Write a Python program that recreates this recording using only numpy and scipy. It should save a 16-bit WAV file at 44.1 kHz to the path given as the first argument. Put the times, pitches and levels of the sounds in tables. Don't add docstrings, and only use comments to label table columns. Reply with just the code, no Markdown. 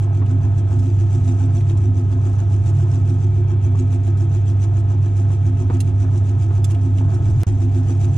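import sys
import numpy as np
from scipy import signal
from scipy.fft import rfft, irfft, next_fast_len
from scipy.io import wavfile
from scipy.ndimage import uniform_filter1d, minimum_filter1d

SR = 44100
rng = np.random.default_rng(int(sys.argv[2]) if len(sys.argv) > 2 else 0)


def unload_audio(sound):
    columns = np.transpose(np.atleast_2d(sound))
    steps = np.round(np.clip(columns, -1, 1) * 32767)
    wavfile.write(sys.argv[1], SR, steps.astype(np.int16))


N = 360297
TIME = np.arange(N) / SR
FFT_SIZE = next_fast_len(N, True)
FREQS = np.maximum(np.arange(FFT_SIZE // 2 + 1) * SR / FFT_SIZE, 1)


def from_db(db):
    return 10 ** (np.asarray(db) / 20)


def rms_one(x):
    return x / np.sqrt(np.mean(x ** 2) + 1e-20)


def columns_at(rows, where, scale=np.asarray):
    first, *columns = np.transpose(rows)
    return [np.interp(scale(where), scale(first), column) for column in columns]


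def level_at(rows):
    return columns_at(rows, TIME)[0]


def drift(rate):
    step = 40
    r = np.exp(-2 * np.pi * step * rate / SR)
    white = rng.standard_normal(N // step + 2002)
    slow = signal.lfilter([1], [1, -2 * r, r * r], white)[2000:]
    return np.interp(np.arange(N) / step, np.arange(len(slow)), rms_one(slow))


def colour(points):
    gain = from_db(columns_at(points, FREQS, np.log)[0])
    return gain * np.minimum(points[-1][0] / FREQS, 1) ** 2


def resonances(modes):
    return sum(from_db(db) / np.sqrt(width) / (1 + ((FREQS - hz) / width) ** 2)
               for hz, width, db in modes)


def metal_ripple(depth_db, count=300):
    peaks = rng.uniform(-1, 1, count)
    return from_db(depth_db * np.interp(FREQS, np.linspace(0, SR / 2, count), peaks))


# f/Hz, likeness (0-1), lead of the left (radians), left minus right level/dB
PORTS = [(34.8, 1, 0.15, 14), (76.4, 0.91, 0.17, -2), (200, 1, 0.11, -0.5), (320, 0.96, 0.28, -1.5),
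         (383, 0.97, 0.13, 6), (490, .85, 1.95, -6), (680, 0.95, 1.65, -3.5), (940, 0.94, 1.75, 0.5),
         (2110, 0.6, 1.26, 3), (2760, 0.9, 1.27, 0), (4430, 0.69, 0.087, 0.5), (8250, 0.2, 1.5, -0.5),
         (13100, 1, 0.36, 0)]


def port_gains(hz):
    alike, lead, balance_db = columns_at(PORTS, np.atleast_1d(hz), np.log)
    left = from_db(balance_db / 2) * np.exp(.5j * lead)
    return np.array([left, 1 / left])


def noise(gain):
    alike = np.clip(columns_at(PORTS, FREQS, np.log)[0], 0, 1)
    white = rng.standard_normal((3, 2 * len(FREQS))).view(complex)
    both = np.sqrt(alike) * white[0] + np.sqrt(1 - alike) * white[1:]
    return rms_one(irfft(both * port_gains(FREQS) * gain, FFT_SIZE)[:, :N])


def tone(hz, wave):
    return np.sqrt(2) * (port_gains(hz) * wave).real


def driven(modes, evenness):
    x = noise(resonances(modes))
    power = uniform_filter1d(np.mean(x ** 2, axis=0), size=1500)
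    return rms_one(x / (power + 0.13) ** (evenness / 2))


def gritty(gain, per_s, low_hz, high_hz, length_s, glide):
    chances = rng.random((int(per_s * N / SR), 6))
    when, pitch, size, slide, left, right = chances.T[:, :, None]
    age = np.arange(int(length_s * SR))
    along = age / len(age)
    hz = low_hz + (high_hz - low_hz) * pitch
    turns = hz * age / SR * (1 + glide * (slide - .5) * along) + left
    shape = np.sqrt(-np.log(size)) * np.sin(np.pi * np.sqrt(along)) ** 2
    places = ((when * N).astype(int) + age).ravel()
    apart = (1 - columns_at(PORTS, hz, np.log)[0]) * (2 * right - 1)
    squeaks = []
    for lead in (0, apart):
        waves = shape * np.sin(2 * np.pi * (turns + lead))
        squeaks.append(np.bincount(places, waves.ravel())[:N])
    spectrum = rfft(squeaks, FFT_SIZE) * gain * port_gains(FREQS)
    squeaks = rms_one(irfft(spectrum, FFT_SIZE)[:, :N])
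    return rms_one(from_db(-4) * squeaks + noise(gain))


def strikes(events, scatter_db):
    times, level_db = np.transpose(events)
    out = np.zeros(N)
    out[np.round(times * SR).astype(int)] = from_db(level_db + scatter_db * rng.standard_normal(len(times)))
    return out + 1e-18


def dying(events, t60, attack_s=.0002):
    blows = strikes(events, scatter_db=0)
    fall = signal.lfilter([1], [1, -from_db(-60 / (t60 * SR))], blows)
    r = np.exp(-1 / (attack_s * SR))
    return signal.lfilter([1 - r], [1, -r], fall)


def ring(blows, hz, t60):
    r, w = from_db(-60 / (t60 * SR)), 2 * np.pi * hz / SR
    return signal.lfilter([0, np.sin(w)], [1, -2 * r * np.cos(w), r * r], blows)


def random_bursts(per_s, base_db, spread_db):
    place, size = rng.random((int(per_s * N / SR), 2)).T
    return np.c_[place * TIME[-1], base_db + spread_db * np.minimum(-np.log(size), 2)]


# t/s, speed (laps per s)
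BELT_SPEED = [(0, 7.253), (1.2, 7.127), (2.6, 7.246), (3.5, 7.104), (5.2, 7.167), (5.95, 7.395),
              (6.9, 7.045), (7.43, 7.181)]
# start t/s, end t/s
DROPOUT = (7.434, 7.466)
AFTER_DROPOUT = TIME > DROPOUT[0]
FIRST_LAP, SKIPPED_LAP = -.227, .48


def belt_position():
    return FIRST_LAP + np.cumsum(level_at(BELT_SPEED)) / SR + SKIPPED_LAP * AFTER_DROPOUT


def once_a_lap(lap, centre, sharpness):
    return np.exp(sharpness * (np.cos(2 * np.pi * (lap - centre)) - 1))


def lap_to_lap(lap):
    laps = np.arange(-1, lap[-1] + 1)
    return np.interp(lap, laps, rng.standard_normal(len(laps)))


def belt_texture(lap, depth_db, count=30):
    orders = np.arange(count // 3, count)
    place = np.linspace(0, 1, 1024)
    waves = np.cos(2 * np.pi * (np.outer(place, orders) + rng.random(len(orders))))
    spots = rms_one(waves @ rng.rayleigh(1, len(orders)))
    return rms_one(from_db(depth_db * np.interp(lap % 1, place, spots)))


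MAINS_HUM_HZ, HUM_DB = 99.72, -15.6
# order (distance from the hum, times the lap rate), level/dB against the hum
TUG = [(-2, -16.5), (-1, -18), (1, -20), (2, -26), (3, -18), (4, -24), (5, -17), (6, -26)]


def motor_hum(lap, tug_place=0.744, level_share=0.67):
    pull = 1
    for order, db in TUG:
        sign = (-1) ** min(order, 0)
        strength = from_db(db) * (1 + .35 * drift(2))
        pull = pull - sign * strength * np.exp(2j * np.pi * order * (lap - tug_place))
    phase = 2 * np.pi * MAINS_HUM_HZ * TIME + np.angle(pull)
    return from_db(HUM_DB) * tone(MAINS_HUM_HZ, np.abs(pull) ** level_share * np.exp(1j * phase))


# multiple of the hum, level/dB
BUZZ = [(2, -51), (5, -65), (7, -50.5)]


def motor_buzz(lap):
    out = 0
    for order, db in BUZZ:
        slip_hz = 0 if order < 6 else 8.3
        hz = order * MAINS_HUM_HZ - slip_hz
        sway = .3 * drift(0.97) + .1 * order * np.sin(2 * np.pi * lap)
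        out = out + from_db(db) * tone(hz, np.exp(1j * (2 * np.pi * hz * TIME + sway)))
    return out


# f/Hz, level/dB,
# change of level/dB once the microphone has moved back, after the dropout
WHIRL = [(44.0, -48, 0), (49.1, -44, 0), (51.4, -44, 0), (73.4, -39, 0), (124.3, -35, -7), (172.3, -47, 0),
         (424, -58, 0), (764, -65, 13), (789, -54, 3), (889, -55, -2), (1261, -61, -4), (1281, -63, -7),
         (1299, -63, -7)]


def turning_parts(wander=0.93):
    out = 0
    for hz, db, change_db in WHIRL:
        wave = np.exp(1j * (2 * np.pi * hz * TIME + wander * drift(2.2)))
        out = out + from_db(db + change_db * AFTER_DROPOUT) * tone(hz, wave)
    return out


# t/s, level/dB
THUMP_LEVEL = [(0, -29.5), (.6, -28), (1.05, -24), (1.5, -27), (1.75, -25), (2.3, -28.5), (3.25, -28),
               (3.5, -24), (4.0, -28), (4.3, -25.5), (4.65, -28), (5.4, -28), (5.75, -24.5), (6.25, -30.5),
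               (6.7, -26), (7.25, -30), (7.65, -24), (8.17, -28)]
# t/s, place (laps)
THUMP_PLACE = [(0, -.03), (1.3, -.02), (2.2, -.06), (3.1, .05), (3.6, -.03), (4.5, -.01), (5.1, -.12),
               (5.8, -.13), (6.4, .02), (7.25, .03), (7.8, -.11), (8.17, -.02)]
# f/Hz, width (Hz), relative level/dB
HOUSING_MODES = [(331.4, 18, -3.5), (363, 21, -3), (380, 4.4, -10)]
THUMP_HZ, THUMP_SPREAD_HZ, THUMP_SPREAD_DB = 344, 7, .9
THUMP_ATTACK_S, THUMP_T60_S = 0.014, 0.25


def housing_thumps(lap):
    thump_lap = lap - level_at(THUMP_PLACE)
    starts = np.interp(np.arange(int(lap[-1]) + 1), thump_lap, TIME)
    age = TIME[:SR // 3]
    shape = (1 - np.exp(-(age / THUMP_ATTACK_S) ** 2)) * from_db(-60 * age / THUMP_T60_S)
    wave = np.zeros(N + len(age), complex)
    chances = rng.standard_normal((len(starts), 2))
    for start, (size, tune) in zip((starts * SR).astype(int), chances):
        hz = THUMP_HZ + THUMP_SPREAD_HZ * tune
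        thump = shape * np.exp(2j * np.pi * hz * age)
        wave[start:start + len(age)] += from_db(THUMP_SPREAD_DB * size) * thump
    thumps = from_db(level_at(THUMP_LEVEL)) * tone(THUMP_HZ, wave[:N])
    return thumps + from_db(-44) * driven(HOUSING_MODES, evenness=0.31)


# t/s, level/dB at the height of each lap's swell
BOOM_LEVEL = [(0, -41), (.3, -31.5), (.62, -36.5), (.8, -25.5), (.98, -38.5), (1.2, -30), (1.42, -27),
              (1.72, -37.5), (1.9, -28), (2.35, -35), (2.85, -37.5), (3.08, -27.5), (3.4, -36.5),
              (3.7, -29.5), (4.3, -35), (5.4, -34.5), (5.72, -30.5), (6.29, -31), (6.56, -40.5),
              (6.84, -28), (7.26, -41), (7.48, -27.5), (7.7, -27.5), (8.17, -32.5)]
# f/Hz, width (Hz), relative level/dB
TABLE_MODES = [(258.6, 4.5, 7), (267, 20, -3.5), (279, 5.3, -9.5)]


def table_boom(lap):
    swell = once_a_lap(lap, .23, 0.42)
    return from_db(level_at(BOOM_LEVEL)) * swell * driven(TABLE_MODES, evenness=0.35)


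# t/s, level/dB
LOAD = [(0.0, -29), (0.45, -25), (1.56, -26), (1.84, -20.5), (2.25, -29.5), (2.53, -22.5), (4.62, -31.5),
        (6.01, -26), (6.29, -35.5), (7.26, -17.5), (7.54, -34.5), (8.17, -22)]
# f/Hz, relative level/dB
SHAKE = [(55, -17.5), (75, 7.5), (95, 7), (125, 7.5), (140, 10.5), (155, -6.5), (185, -8), (235, -17),
         (310, -10.5), (450, -28.5), (600, -60)]


def stand_shake():
    return from_db(level_at(LOAD)) * noise(colour(SHAKE))


# f/Hz, width (Hz), relative level/dB
GEAR_MODES = [(670.5, 41, 5.5), (831, 37, 0), (1024, 73, -2.5), (1282, 57, -5), (1534, 74, -8.5),
              (1715, 49, -12.5)]
GEARS_DB, GEARS_MOVED_DB = -46.5, -0.5


def gears(lap):
    strain_db = 3.4 * once_a_lap(lap, 0.044, 2.3) + 2.0 * drift(4.9)
    level = from_db(GEARS_DB + strain_db + GEARS_MOVED_DB * AFTER_DROPOUT)
    grind = gritty(resonances(GEAR_MODES), per_s=410, low_hz=556, high_hz=1786, length_s=.022, glide=0.037)
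    return level * belt_texture(lap, depth_db=2.2) * grind


# t/s, level/dB
SWISH_LEVEL = [(0.0, -49), (0.3, -47.5), (0.7, -49.5), (1.0, -48), (1.3, -46), (1.55, -45.5), (2.25, -49.5),
               (2.67, -44.5), (3.05, -46), (3.3, -52.5), (3.78, -43), (4.22, -45), (4.56, -43),
               (5.0, -48.5), (5.6, -45), (6.7, -45.5), (7.0, -50), (7.5, -44.5), (8.17, -42)]
# t/s, drop of level/dB
SLACK_DROP = [(0, 13), (.6, 13), (.85, 5), (1.3, 8), (1.5, 12), (2.0, 13), (2.3, 7), (2.5, 11), (3.0, 9),
              (3.25, 6), (3.55, 17), (4.9, 15), (5.1, 11), (5.7, 15), (6.5, 13), (7.25, 7), (7.6, 14),
              (8.17, 11)]
# f/Hz, relative level/dB
SWISH = [(900, -5), (2000, 3.5), (2600, 7), (3400, 2), (4400, -4.5), (5500, 0), (6400, 3), (8200, -0.5),
         (9200, -9), (10600, -12), (11400, -20.5), (14300, -26), (15000, -39.5)]
# f/Hz, width (Hz), relative level/dB
PULLEY_MODES = [(6000, 36, 6), (6660, 60, -3), (7730, 150, -3.5), (8480, 60, -9), (9730, 180, -6)]
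SWISH_SPREAD_DB, SLACK_SPREAD_DB = .5, 1.2
GRAB_DB, GRAB_SPREAD_DB = 3, 1.2


def belt(lap):
    swish_db = level_at(SWISH_LEVEL) + SWISH_SPREAD_DB * lap_to_lap(lap)
    slack = np.clip(1.33 * once_a_lap(lap, 0.49, 0.64), 0, 1)
    drop_db = (level_at(SLACK_DROP) + SLACK_SPREAD_DB * lap_to_lap(lap)) * slack
    grab_db = (GRAB_DB + GRAB_SPREAD_DB * lap_to_lap(lap)) * (once_a_lap(lap, .02, 5) - .4)
    stick_slip_db = 1.3 * drift(60) + .7 * drift(14)
    grip = from_db(swish_db + grab_db - drop_db + stick_slip_db) * belt_texture(lap, depth_db=1.96)
    gain = colour(SWISH) * metal_ripple(depth_db=3.5) + from_db(18.0) * resonances(PULLEY_MODES)
    return grip * gritty(gain, per_s=1000, low_hz=3496, high_hz=10530, length_s=0.0095, glide=.02)


# f/Hz, width (Hz), relative level/dB
BEARING_MODES = [(1548, 9, 0), (1683, 8, -0.5), (1880, 8, -3.5), (2334, 15, 2), (2640, 17, -2.5),
                 (3196, 12, -0.5), (3410, 12, -6)]
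BEARINGS_DB = -63


def bearings(lap):
    sway_db = 2.5 * drift(5) + 3 * (once_a_lap(lap, 0, 1) - .5)
    return from_db(BEARINGS_DB + sway_db) * driven(BEARING_MODES, evenness=.3)


# f/Hz, relative level/dB
RASP = [(700, -12), (1100, 0.5), (1600, 0), (2000, -3), (2600, -2), (3400, -5), (4400, -12), (8000, -21.5),
        (11000, -36)]
RASPS_PER_S, RASP_DB, RASP_SPREAD_DB, RASP_T60_S = 36, -62, 3.2, .06


def gristle_rasps(lap):
    catches = random_bursts(RASPS_PER_S, RASP_DB, RASP_SPREAD_DB)
    pull = .45 + .55 * once_a_lap(lap, .03, 1.5)
    return pull * dying(catches, t60=RASP_T60_S) * noise(colour(RASP) * metal_ripple(depth_db=5))


# t/s, level/dB
RUMBLE_DB = [(0, -47.5), (7.1, -48), (7.3, -22), (7.43, -28.5), (7.5, -30), (8.17, -54)]
# f/Hz, relative level/dB
RUMBLE = [(12, -7), (26, 5.5), (38, 4.5), (52, 1.5), (85, 9), (200, -52)]


def rumble():
    return from_db(level_at(RUMBLE_DB)) * noise(colour(RUMBLE))


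# f/Hz, relative level/dB
STALL = [(200, 10), (450, 3.5), (800, 1), (1150, -12.5), (2050, -15.5), (2500, -14), (3400, -18),
         (4300, -26), (8000, -53)]


def stall():
    return from_db(-40.0) * noise(colour(STALL) * metal_ripple(depth_db=3))


# t/s, relative level/dB
POPS = [(0.5796, -34.5), (0.7637, -47), (0.788, -35.5), (0.828, -40), (1.1463, -38), (1.2401, -39),
        (1.77, -34.5), (2.292, -44), (2.328, -39), (2.379, -53), (2.69, -35), (3.7878, -35), (3.942, -40),
        (4.17, -37), (4.634, -35), (4.787, -37), (5.165, -37), (6.172, -33), (7.14, -33), (7.245, -46),
        (7.298, -37)]
# f/Hz, relative level/dB
CRACKLE = [(1200, -16.5), (2600, 1.5), (4400, -6), (6200, 3), (8500, 0.5), (11000, -16), (15000, -31)]
CRACKLES_PER_S, CRACKLE_DB, CRACKLE_SPREAD_DB = 30, -66.5, 3
SQUELCH_ATTACK_S, SQUELCH_T60_S = .004, .06


def crackles():
    faint = dying(random_bursts(CRACKLES_PER_S, CRACKLE_DB, CRACKLE_SPREAD_DB), t60=.03)
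    squelches = from_db(-8.5) * dying(POPS, SQUELCH_T60_S, SQUELCH_ATTACK_S)
    return (faint + squelches) * noise(colour(CRACKLE) * metal_ripple(depth_db=7))


# t/s, relative level/dB
KNOCKS = [(0.215, -35.5), (0.2215, -33), (0.709, -38), (3.7495, -36), (5.304, -37), (5.7005, -25.5),
          (5.7065, -34), (5.73, -38), (5.76, -38.5), (6.507, -34.5), (7.008, -34.5), (7.471, -33),
          (7.895, -34.5)]
# f/Hz, relative level/dB
DULL = [(120, 3), (350, 15), (570, 2), (900, 9), (1800, -11.5), (3000, -20.5), (8000, -46.5)]


def knocks_and_thud():
    bursts = from_db(4.0) * dying(KNOCKS, t60=0.062) * noise(colour(DULL))
    soften = signal.butter(2, 600, fs=SR, output="sos")
    push = signal.sosfilt(soften, strikes(KNOCKS, scatter_db=0))
    return bursts + from_db(4) * ring(push, TABLE_MODES[0][0], t60=.18)


# t/s, relative level/dB
SMACKS = [(0.260, -54.5), (1.6055, -50.5), (1.695, -50.5), (5.754, -52), (6.745, -49.5), (6.9815, -47.5)]
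# f/Hz, relative level/dB
SMACK = [(700, -20), (1600, -3), (3000, 0.5), (4500, -14), (8000, -11), (11000, -22.5), (15000, -44)]


def mince_smacks():
    return from_db(10.5) * dying(SMACKS, t60=0.045, attack_s=.002) * noise(colour(SMACK))


# t/s, relative level/dB,
# f/Hz of an added ring, set by where the blade touches
CLICKS = [(5.8035, -31, 2740), (5.8055, -33.5, 9280), (5.8085, -38, 4200), (6.643, -32, 3478),
          (6.6455, -36, 6400), (6.6485, -37, 7612), (6.707, -40.5, 3140), (6.7165, -41.5, 2740)]
# t/s, relative level/dB, f/Hz
TAPS = [(6.9825, -43, 3150)]
# f/Hz, relative level/dB, t60 (s)
KNIFE_MODES = [(2277, -23, .06), (2837, -24, .04), (3537, -23, .05), (4200, -15, .025), (5300, -12.5, .037),
               (6400, -11.5, .036), (7047, -13, .045), (7612, -12, .045), (9280, -7.5, .032),
               (11300, -18, .02)]
# f/Hz, relative level/dB
CRACK = [(1200, -10), (2600, 1), (6500, -1), (9500, 2), (12000, -7), (15000, -19)]
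KNIFE_PAN_DB = -9


def knife():
    touches = [row[:2] for row in CLICKS]
    crack = from_db(-5.5) * dying(touches, t60=0.022) + from_db(-24) * dying(touches, t60=0.13)
    out = crack * noise(colour(CRACK))
    for hz, db, t60 in KNIFE_MODES:
        blows = np.array([strikes(touches, scatter_db=2.5) for side in range(2)])
        out += from_db(db) * ring(blows, hz, t60)
    for s, db, hz in CLICKS + TAPS:
        out += from_db(-6) * ring(strikes([(s, db)], scatter_db=0), hz, t60=0.052)
    return out * from_db([[KNIFE_PAN_DB / 2], [-KNIFE_PAN_DB / 2]])


def scene():
    lap = belt_position()
    motor = motor_hum(lap) + motor_buzz(lap) + turning_parts()
    frame = housing_thumps(lap) + table_boom(lap) + stand_shake() + gears(lap)
    machine = motor + frame + belt(lap) + bearings(lap) + gristle_rasps(lap)
    mince = crackles() + mince_smacks()
    return machine + rumble() + stall() + mince + knocks_and_thud() + knife()


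# t/s, relative level/dB
SNAP = [(7.434, -15)]
# f/Hz, relative level/dB
SNAP_COLOUR = [(300, 9), (1400, 18), (5000, -8), (15000, -25)]


def breaking_snap():
    burst = from_db(-24.5) * dying(SNAP, t60=0.073) * noise(colour(SNAP_COLOUR))
    pulse = signal.lfilter([1], [1, -from_db(-60 / (.003 * SR))], strikes(SNAP, scatter_db=0))
    return burst - pulse


def limiter(x, ceiling_db, release_db_per_s):
    over_db = np.maximum(20 * np.log10(np.abs(x).max(axis=0) + 1e-9) - ceiling_db, 0)
    release_db = release_db_per_s * TIME
    held_db = np.maximum.accumulate(over_db + release_db) - release_db
    lowest_db = minimum_filter1d(-held_db, size=220)
    return x * from_db(uniform_filter1d(lowest_db, size=220))


def record(dry):
    start, end = DROPOUT
    passed = np.interp(TIME, [start, start + 1 / SR, end, end + .003], [1, .02, .02, 1])
    held = limiter(dry * passed + breaking_snap(), ceiling_db=-8.2, release_db_per_s=200)
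    top_cut = signal.cheby2(12, 70, 16500, fs=SR, output="sos")
    return signal.sosfilt(top_cut, held)


dry = scene()
out = record(dry)
unload_audio(out)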